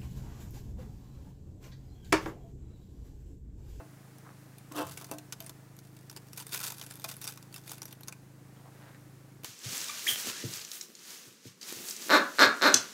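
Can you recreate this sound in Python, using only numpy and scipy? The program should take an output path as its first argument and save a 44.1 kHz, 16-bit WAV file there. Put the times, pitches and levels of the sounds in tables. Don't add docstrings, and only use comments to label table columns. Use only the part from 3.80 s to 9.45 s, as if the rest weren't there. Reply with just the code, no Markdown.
import sys
import numpy as np
from scipy import signal
from scipy.io import wavfile
from scipy.ndimage import uniform_filter1d

SR = 44100
rng = np.random.default_rng(int(sys.argv[2]) if len(sys.argv) > 2 else 0)


def dump(signal):
    limited = np.clip(np.atleast_2d(signal).T, -1, 1)
    pcm = np.round(limited * 32767).astype(np.int16)
    wavfile.write(sys.argv[1], SR, pcm)


N = 249165
TIME = np.arange(N) / SR

# f/Hz, level/dB, free t60/s
PAN_MODES = [(282, -8, 0.12), (302, -2, 0.17), (301, -3, 0.4), (408, -8, 0.056), (500.5, -7, 0.11),
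             (544, -12.5, 0.19), (657, -6.5, 0.25), (715, -16, 0.45), (815, -29, 0.11), (867, -9, 0.16),
             (970, 1, 0.028), (1066, -8.5, 0.17), (1180, -9, 0.051), (1315, -10.5, 0.13),
             (1550, -17.5, 0.45), (1740, -27, 0.063), (2650, -6.5, 0.13)]
FIRINGS_HZ, FIRST_FIRING_S = 26.5406, 0.0150


def amp(db):
    return 10 ** (np.asarray(db) / 20)


def unit(x):
    return x / np.sqrt(np.mean(x ** 2) + 1e-20)


def read(points, hz):
    f, db = np.transpose(points)
    return np.interp(np.log(hz + 1), np.log(f + 1), db)


def add(mix, s, sound):
    part = mix[max(round(s * SR), 0):][:len(sound)]
    part += sound[:len(part)]


def colour(x, points, size=4096):
    log_gain = np.log(amp(read(points, abs(np.fft.fftfreq(size, 1 / SR)))))
    response = np.exp(np.conj(signal.hilbert(log_gain)))
    taps = np.fft.ifft(response).real[:size // 2]
    return signal.oaconvolve(x, taps / np.linalg.norm(taps))[:len(x)]


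def band(x, low_hz, high_hz, order=2):
    edges_hz = [low_hz, min(high_hz, 0.49 * SR)]
    return signal.sosfilt(signal.butter(order, edges_hz, "band", fs=SR, output="sos"), x)


def stroke(middle_s, half_s):
    return np.exp(-((TIME - middle_s) / half_s) ** 2)


def engine(hum_db=-54.0, uneven=0.044, waver_s=0.00029, puff_db=-68):
    # multiple of the firing rate, level/dB
    exhaust = [(1, -20), (2, -20), (3, -38.5), (4, -4), (5, 3.5), (6, -6), (7, -6), (8, -14.5), (9, -27.5),
               (10, -17.5), (11, -28), (12, -21), (13, -45), (14, -34)]
    starts = np.arange(FIRST_FIRING_S, TIME[-1] - 0.005, 1 / FIRINGS_HZ)
    late, strength = rng.standard_normal((len(starts), 2)).T
    firings = np.zeros(N)
    places = ((starts + waver_s * late) * SR).astype(int)
    firings[np.clip(places, 0, N - 1)] = 1 + uneven * strength
    pipe = [(k * FIRINGS_HZ, db) for k, db in exhaust]
    pipe += [(600, -45), (1500, -62), (5000, -90)]
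    hum = unit(colour(firings, pipe, size=16384))

    cycle = ((TIME - FIRST_FIRING_S) * FIRINGS_HZ) % 1
    puffs = band(rng.standard_normal(N), 220, 650) * np.exp(-((cycle - 0.26) / 0.3) ** 2)
    return amp(hum_db) * hum + amp(puff_db) * unit(puffs)


def casing(waver=0.29):
    # f/Hz, rms level/dB
    hums = [(292, -68.5), (345, -88.5), (372, -94), (452, -76), (637, -80.5)]
    knots = np.linspace(0, TIME[-1], 24)
    out = np.zeros(N)
    for hz, db in hums:
        drift = waver * np.interp(TIME, knots, rng.standard_normal(len(knots)))
        out += amp(db) * np.sqrt(2) * np.sin(2 * np.pi * hz * TIME + drift)
    return out


def air(air_db=-67.5, rumble_db=-63, hiss_db=0):
    # f/Hz, density/dB per Hz
    hiss_spectrum = [(180, -22.5), (300, -9.5), (315, -9), (455, -14.5), (528, -15), (645, -16.5),
                     (801, -12.5), (870, -14.5), (1840, -16.5), (3190, -24.5), (7200, -23.5), (14700, -27),
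                     (16000, -29)]
    # t/s, level/dB
    swell = [(0, 6.5), (.8, 6.5), (1.8, 6), (2.05, 3), (2.4, 5), (3.7, 6), (4.5, 3.5), (5.0, 7), (5.6, 4)]
    # f/Hz, density/dB per Hz
    rumble_spectrum = [(20, -59), (40, 0), (55, 5), (90, 2.5), (200, 6.5), (330, 10), (450, -7),
                       (800, -29.5), (2000, -66)]
    hiss = amp(air_db + hiss_db) * colour(rng.standard_normal(N), hiss_spectrum)
    rumble = amp(rumble_db) * colour(rng.standard_normal(N), rumble_spectrum, size=16384)
    return hiss * amp(np.interp(TIME, *np.transpose(swell))) + rumble


def pan_ring(middle_hz, octaves, free):
    t = TIME[:SR // 2]
    out = np.zeros(len(t))
    for hz, db, t60 in PAN_MODES:
        struck = np.exp(-(np.log2(hz / middle_hz) / octaves) ** 2)
        decay = amp(db - 60 * t / (t60 * free))
        out += struck * decay * np.sin(2 * np.pi * (hz * t + rng.random()))
    return out


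def knocks(rattle_db=-2, rattle_t60=0.094, rattle_s=0.066, seat_s=0.0013,
           thud_db=-42, thud_t60=0.38, thud_rise_s=0.014, thud_at_s=1.035):
    # t/s, level/dB, middle of spectrum f/Hz, breadth/octaves, share of the free ring time left by the hand/0-1
    blows = [(0.0, -45, 690, 1.84, 1), (1.3129, -34, 446, 2.3, 1), (1.524, -52, 517, 0.14, .8),
             (1.605, -42.5, 650, 0.16, 1), (1.695, -61, 694, 3.3, .8), (3.2435, -34, 930, 1.1, 0.5),
             (4.282, -43.5, 1250, 0.73, 0.8), (5.644, -36.5, 1910, 0.87, 0.7)]
    out, t = np.zeros(N), TIME[:SR // 2]
    for s, db, hz, octaves, free in blows:
        chatter = amp(rattle_db - 60 * t / (rattle_t60 * free)) / (1 + (t / rattle_s) ** 4)
        rattle = unit(band(rng.standard_normal(len(t)), hz * 0.42, hz * 2.36, order=4)) * chatter
        blow = pan_ring(hz, octaves, free) + rattle * octaves / 2
        add(out, s, amp(db) * blow * (1 - np.exp(-t / seat_s)))
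    thud = unit(band(rng.standard_normal(len(t)), 88, 168, order=4))
    add(out, thud_at_s, thud * amp(thud_db - 60 * t / thud_t60) * (1 - np.exp(-t / thud_rise_s)))
    return out


def facet(t60, pitch_hz, count=220, size=4096, spread_db=4, top_damping=0.33,
          focus_db=6, focus_octaves=0.065, uneven_db=2):
    t = np.arange(size) / SR
    hz = 300 + 16000 * ((np.arange(count) + rng.random(count)) / count) ** 1.25
    gain = amp(spread_db * rng.standard_normal(count)) * rng.choice([-1, 1], count) * hz ** 0.1
    shape = unit(uniform_filter1d(rng.standard_normal(count), size=9))
    focus = np.exp(-(np.log2(hz / pitch_hz) / focus_octaves) ** 2)
    gain = gain * amp(uneven_db * shape + focus_db * focus)
    life = t60 * (5000 / hz) ** top_damping
    poles = 2j * np.pi * hz - np.log(1000) / life
    coarse = gain[:, None] * np.exp(poles[:, None] * t[::64])
    fine = np.exp(poles[:, None] * t[:64])
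    return (coarse.T @ fine).real.ravel() / np.linalg.norm(gain)


def snaps(snap_db=-6, body_db=-1, top_db=0, t60=0.026, crack=1.9, crack_s=0.00018, yield_s=0.0012,
          usual_db=-30, body_per_db=-0.39, top_per_db=-0.47):
    # t/s, strength/dB, facet pitch f/Hz
    buckles = [(0.383, -47, 5590), (0.7824, -40.5, 3800), (0.9202, -30.5, 2040), (0.9632, -28.5, 3640),
               (0.9737, -27, 2800), (0.9813, -27, 2680), (1.0096, -30, 2780), (1.024, -32, 8310),
               (1.095, -37, 2870), (1.1106, -44, 7260), (1.1733, -24.5, 2780), (1.212, -32.5, 5160),
               (1.2437, -32, 6250), (1.3126, -19.5, 12130), (1.3837, -27.5, 2620), (1.5231, -19.5, 6200),
               (1.53, -29, 2800), (1.6029, -23.5, 13200), (1.663, -30.5, 9300), (1.694, -27, 4300),
               (1.9655, -46, 13000), (1.988, -39, 4350), (2.2967, -28, 5850), (2.3124, -39, 11400),
               (2.363, -29, 4900), (2.3711, -30.5, 4930), (2.531, -29.5, 5530), (2.5738, -25.5, 6800),
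               (2.6068, -29.5, 9000), (2.6665, -27.5, 8700), (2.7257, -27, 10740), (2.7306, -19, 4740),
               (2.7446, -16.5, 2120), (2.7565, -22, 12300), (2.7764, -26, 12500), (2.829, -24, 8700),
               (2.8394, -29, 12200), (2.8493, -22, 9860), (2.8661, -20, 12000), (2.8819, -26, 12200),
               (2.921, -27, 11800), (3.0128, -24.5, 3000), (3.0633, -33, 11200), (3.109, -28.5, 8800),
               (3.119, -37, 3750), (3.155, -33.5, 11100), (3.197, -36, 12400), (3.2415, -18, 11700),
               (3.2454, -19.5, 2550), (3.366, -33.5, 11800), (3.4221, -30, 6100), (3.4532, -28.5, 5700),
               (3.469, -26, 5700), (3.4753, -19, 4800), (3.495, -31, 12400), (3.5738, -33.5, 5940),
               (3.626, -39, 7040), (3.726, -41, 4530), (3.7415, -27.5, 2700), (3.7606, -27, 4450),
               (3.8764, -30.5, 2320), (3.894, -27, 7000), (3.9067, -33, 5300), (3.916, -23, 11500),
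               (3.98, -34.5, 2400), (4.0179, -23, 6030), (4.0292, -32, 6800), (4.054, -26.5, 5800),
               (4.1258, -31, 12700), (4.2078, -37, 11400), (4.2323, -34, 4350), (4.274, -39, 10100),
               (4.2822, -19, 6600), (4.3238, -27.5, 2410), (5.634, -33.5, 2750), (5.6444, -19.5, 3050)]
    out = np.zeros(N)
    for s, db, pitch_hz in buckles:
        ring = facet(t60, pitch_hz, spread_db=5.5, focus_db=10.0, focus_octaves=0.13, uneven_db=3.5)
        t = TIME[:len(ring)]
        ring *= np.minimum(t / yield_s, 1) ** 2
        burst = rng.choice([-1, 1], len(t)) * np.exp(-t / crack_s)
        add(ring, yield_s, crack * burst / np.linalg.norm(burst))
        body = band(ring, 300, 1900, order=1)
        top = band(ring, 8500, 20000, order=1)
        force_db = db - usual_db
        ring += (amp(body_db + body_per_db * force_db) - 1) * body
        ring += (amp(top_db + top_per_db * force_db) - 1) * top
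        add(out, s, amp(db + snap_db) * ring)
    return out


def salt(crunch_db=-1, width_hz=1200, grains_per_s=1100):
    # middle t/s, half length/s, level/dB, pot resonance f/Hz, crystal fizz/dB
    digs = [(0.485, 0.038, -54.5, 1160, -13), (4.783, 0.031, -74, 2920, 9.5),
            (4.876, 0.032, -58.5, 850, -11), (5.048, 0.089, -65, 1520, 5), (5.147, 0.026, -63.5, 1690, -1)]
    # f/Hz, density/dB per Hz
    crystals = [(200, -36), (500, 12), (1000, 12.5), (2600, 0.5), (4000, 0), (7000, -15), (10000, -40),
                (16000, -41)]
    out = np.zeros(N)
    for s, half_s, db, hz, fizz_db in digs:
        grains = (rng.random(N) < grains_per_s / SR) * rng.standard_normal(N)
        pole = np.exp((2j * np.pi * hz - np.pi * width_hz) / SR)
        hollow = signal.lfilter([1], np.poly([pole, pole, pole]), grains).real
        crunch = amp(crunch_db) * unit(hollow)
        fizz = amp(fizz_db) * unit(colour(grains, crystals))
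        out += amp(db) * stroke(s, half_s) * (crunch + fizz)
    return out


def drag(ring_db=0, rasp_db=-8, grit_db=-17, slips_per_s=1600, judder_hz=301, wander=0.034):
    # middle t/s, half length/s, level/dB, judder relative to it/dB
    shoves = [(0.919, 0.0054, -47, 3.5), (0.993, 0.038, -36.5, 0), (1.056, 0.049, -50.5, -9),
              (1.224, 0.023, -54, -8.5), (1.296, 0.0074, -54, -12)]
    # f/Hz, level/dB
    slip_force = [(250, -16), (310, -19), (420, 20), (650, 9.5), (780, 21), (900, 13.5), (1400, 13),
                  (1900, 4.5)]
    slips = (rng.random(N) < slips_per_s / SR) * rng.uniform(0.36, 1, N) * rng.choice([-1, 1], N)
    speed = sum(amp(db) * stroke(s, half_s) for s, half_s, db, _ in shoves)
    t = TIME[:SR // 4]
    ring = np.zeros(N)
    for hz, db, t60 in PAN_MODES:
        decay = amp(-60 * t / min(t60, 0.12))
        mode = signal.oaconvolve(slips * speed, decay * np.cos(2 * np.pi * hz * t))[:N]
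        ring += amp(db + read(slip_force, hz)) * np.sqrt(t60) * unit(mode)
    ring *= amp(ring_db) * np.linalg.norm(speed) / np.linalg.norm(ring)

    rasp = amp(rasp_db) * unit(band(slips, 218, 1540, order=4))
    grit = amp(grit_db) * unit(band(slips, 2500, 3300))

    drift = wander * unit(band(rng.standard_normal(N), 2.9, 82))
    turns = np.cumsum(judder_hz * (1 + drift)) / SR
    locked = sum(amp(db + judder_db) * stroke(s, half_s) for s, half_s, db, judder_db in shoves)
    judder = locked * np.sqrt(2) * np.sin(2 * np.pi * turns)
    return ring + judder + speed * (rasp + grit)


def pressure(rise_s=0.011, release_s=0.024):
    # start t/s, hold/s, level/dB
    presses = [(0.95, 0.064, -50.5), (1.031, 0.21, -50), (1.31, 0.022, -51.5), (1.597, 0.076, -57),
               (1.972, 0.94, -64), (2.58, 0.013, -43), (2.703, 0.0093, -46), (2.734, 0.02, -37.5),
               (2.752, 0.065, -46), (2.833, 0.054, -41), (2.897, 0.14, -49.5), (3.062, .16, -54.5),
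               (3.277, 0.044, -44), (3.421, 0.0088, -39), (3.482, 0.066, -51.5), (3.742, 0.032, -49.5),
               (3.864, 0.064, -46.5), (4.021, 0.085, -56.5)]
    out = np.zeros(N)
    for s, hold_s, db in presses:
        before = np.minimum(TIME - s, 0)
        after = np.maximum(TIME - s - hold_s, 0)
        out += amp(db) * np.exp(before / rise_s - after / release_s)
    return out


def crinkle(crinkle_db=-4, per_s=420, size_db=7.5, t60=0.028, count=32,
            rustle_db=-12, rustle_per_s=4000, low_hz=650):
    press = pressure()
    rate = per_s * (press / press.max()) ** 0.39
    fires = rng.random(N) < rate / SR
    size = amp(size_db * np.minimum(rng.exponential(1, N), 2))
    clicks = fires * unit(size) * press * np.sqrt(SR / (rate + 1))
    which = rng.integers(0, count, N)
    rings = [facet(t60, hz) for hz in np.geomspace(2000, 14000, count)]
    rings = [ring / np.linalg.norm(ring) for ring in rings]
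    ticks = np.zeros(N)
    for i in np.flatnonzero(fires):
        add(ticks, i / SR, clicks[i] * rings[which[i]])
    rustle = press * unit((rng.random(N) < rustle_per_s / SR) * rng.standard_normal(N))
    return band(amp(crinkle_db) * ticks + amp(rustle_db) * rustle, low_hz, SR / 2, order=1)


def foil(x, ring_db=-12, ring_t60=0.014):
    # f/Hz, density/dB per Hz
    sheet = [(250, -20.5), (450, -2.5), (700, -20.5), (950, -3.5), (1500, 1), (1900, -3.5), (2400, -3.5),
             (3100, -1.5), (4700, 0.5), (8100, 1.5), (12200, 2), (14500, 0), (16000, -3.5)]
    # f/Hz, level/dB
    floor_modes = [(729, 0), (930, 9), (1130, 1), (1283, -9), (1490, 2.5), (2450, 4), (2710, 1.5),
                   (3615, 6), (4730, 4.5), (5780, -3)]
    t = TIME[:SR // 5]
    ring = sum(amp(db - 60 * t / ring_t60) * np.cos(2 * np.pi * hz * t) for hz, db in floor_modes)
    ringing = signal.oaconvolve(x, ring / np.linalg.norm(ring))[:N]
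    return colour(x, sheet) + amp(ring_db) * ringing


def yard(x, near_db=-13, tail_db=-22, t60=0.97):
    t = TIME[:SR // 2]
    near = rng.standard_normal(len(t)) * np.exp(-((t - 0.009) / 0.006) ** 2)
    tail = rng.standard_normal(len(t)) * amp(-60 * t / t60) * (t > 0.01)
    echoes = amp(near_db) * near / np.linalg.norm(near) + amp(tail_db) * tail / np.linalg.norm(tail)
    return x + signal.oaconvolve(x, echoes)[:N]


def scene():
    behind = engine() + casing() + air()
    crackle = yard(foil(snaps() + crinkle()))
    return (behind + knocks() + salt() + drag() + crackle)[None]


def record(dry, low_cut_hz=46, edge_hz=15950):
    cut = signal.sosfilt(signal.butter(6, low_cut_hz, "high", fs=SR, output="sos"), dry)
    taps = signal.firwin(511, edge_hz, window=("kaiser", 9), fs=SR)
    return signal.oaconvolve(cut, taps[None], "same")


dry = scene()
out = record(dry)
dump(out)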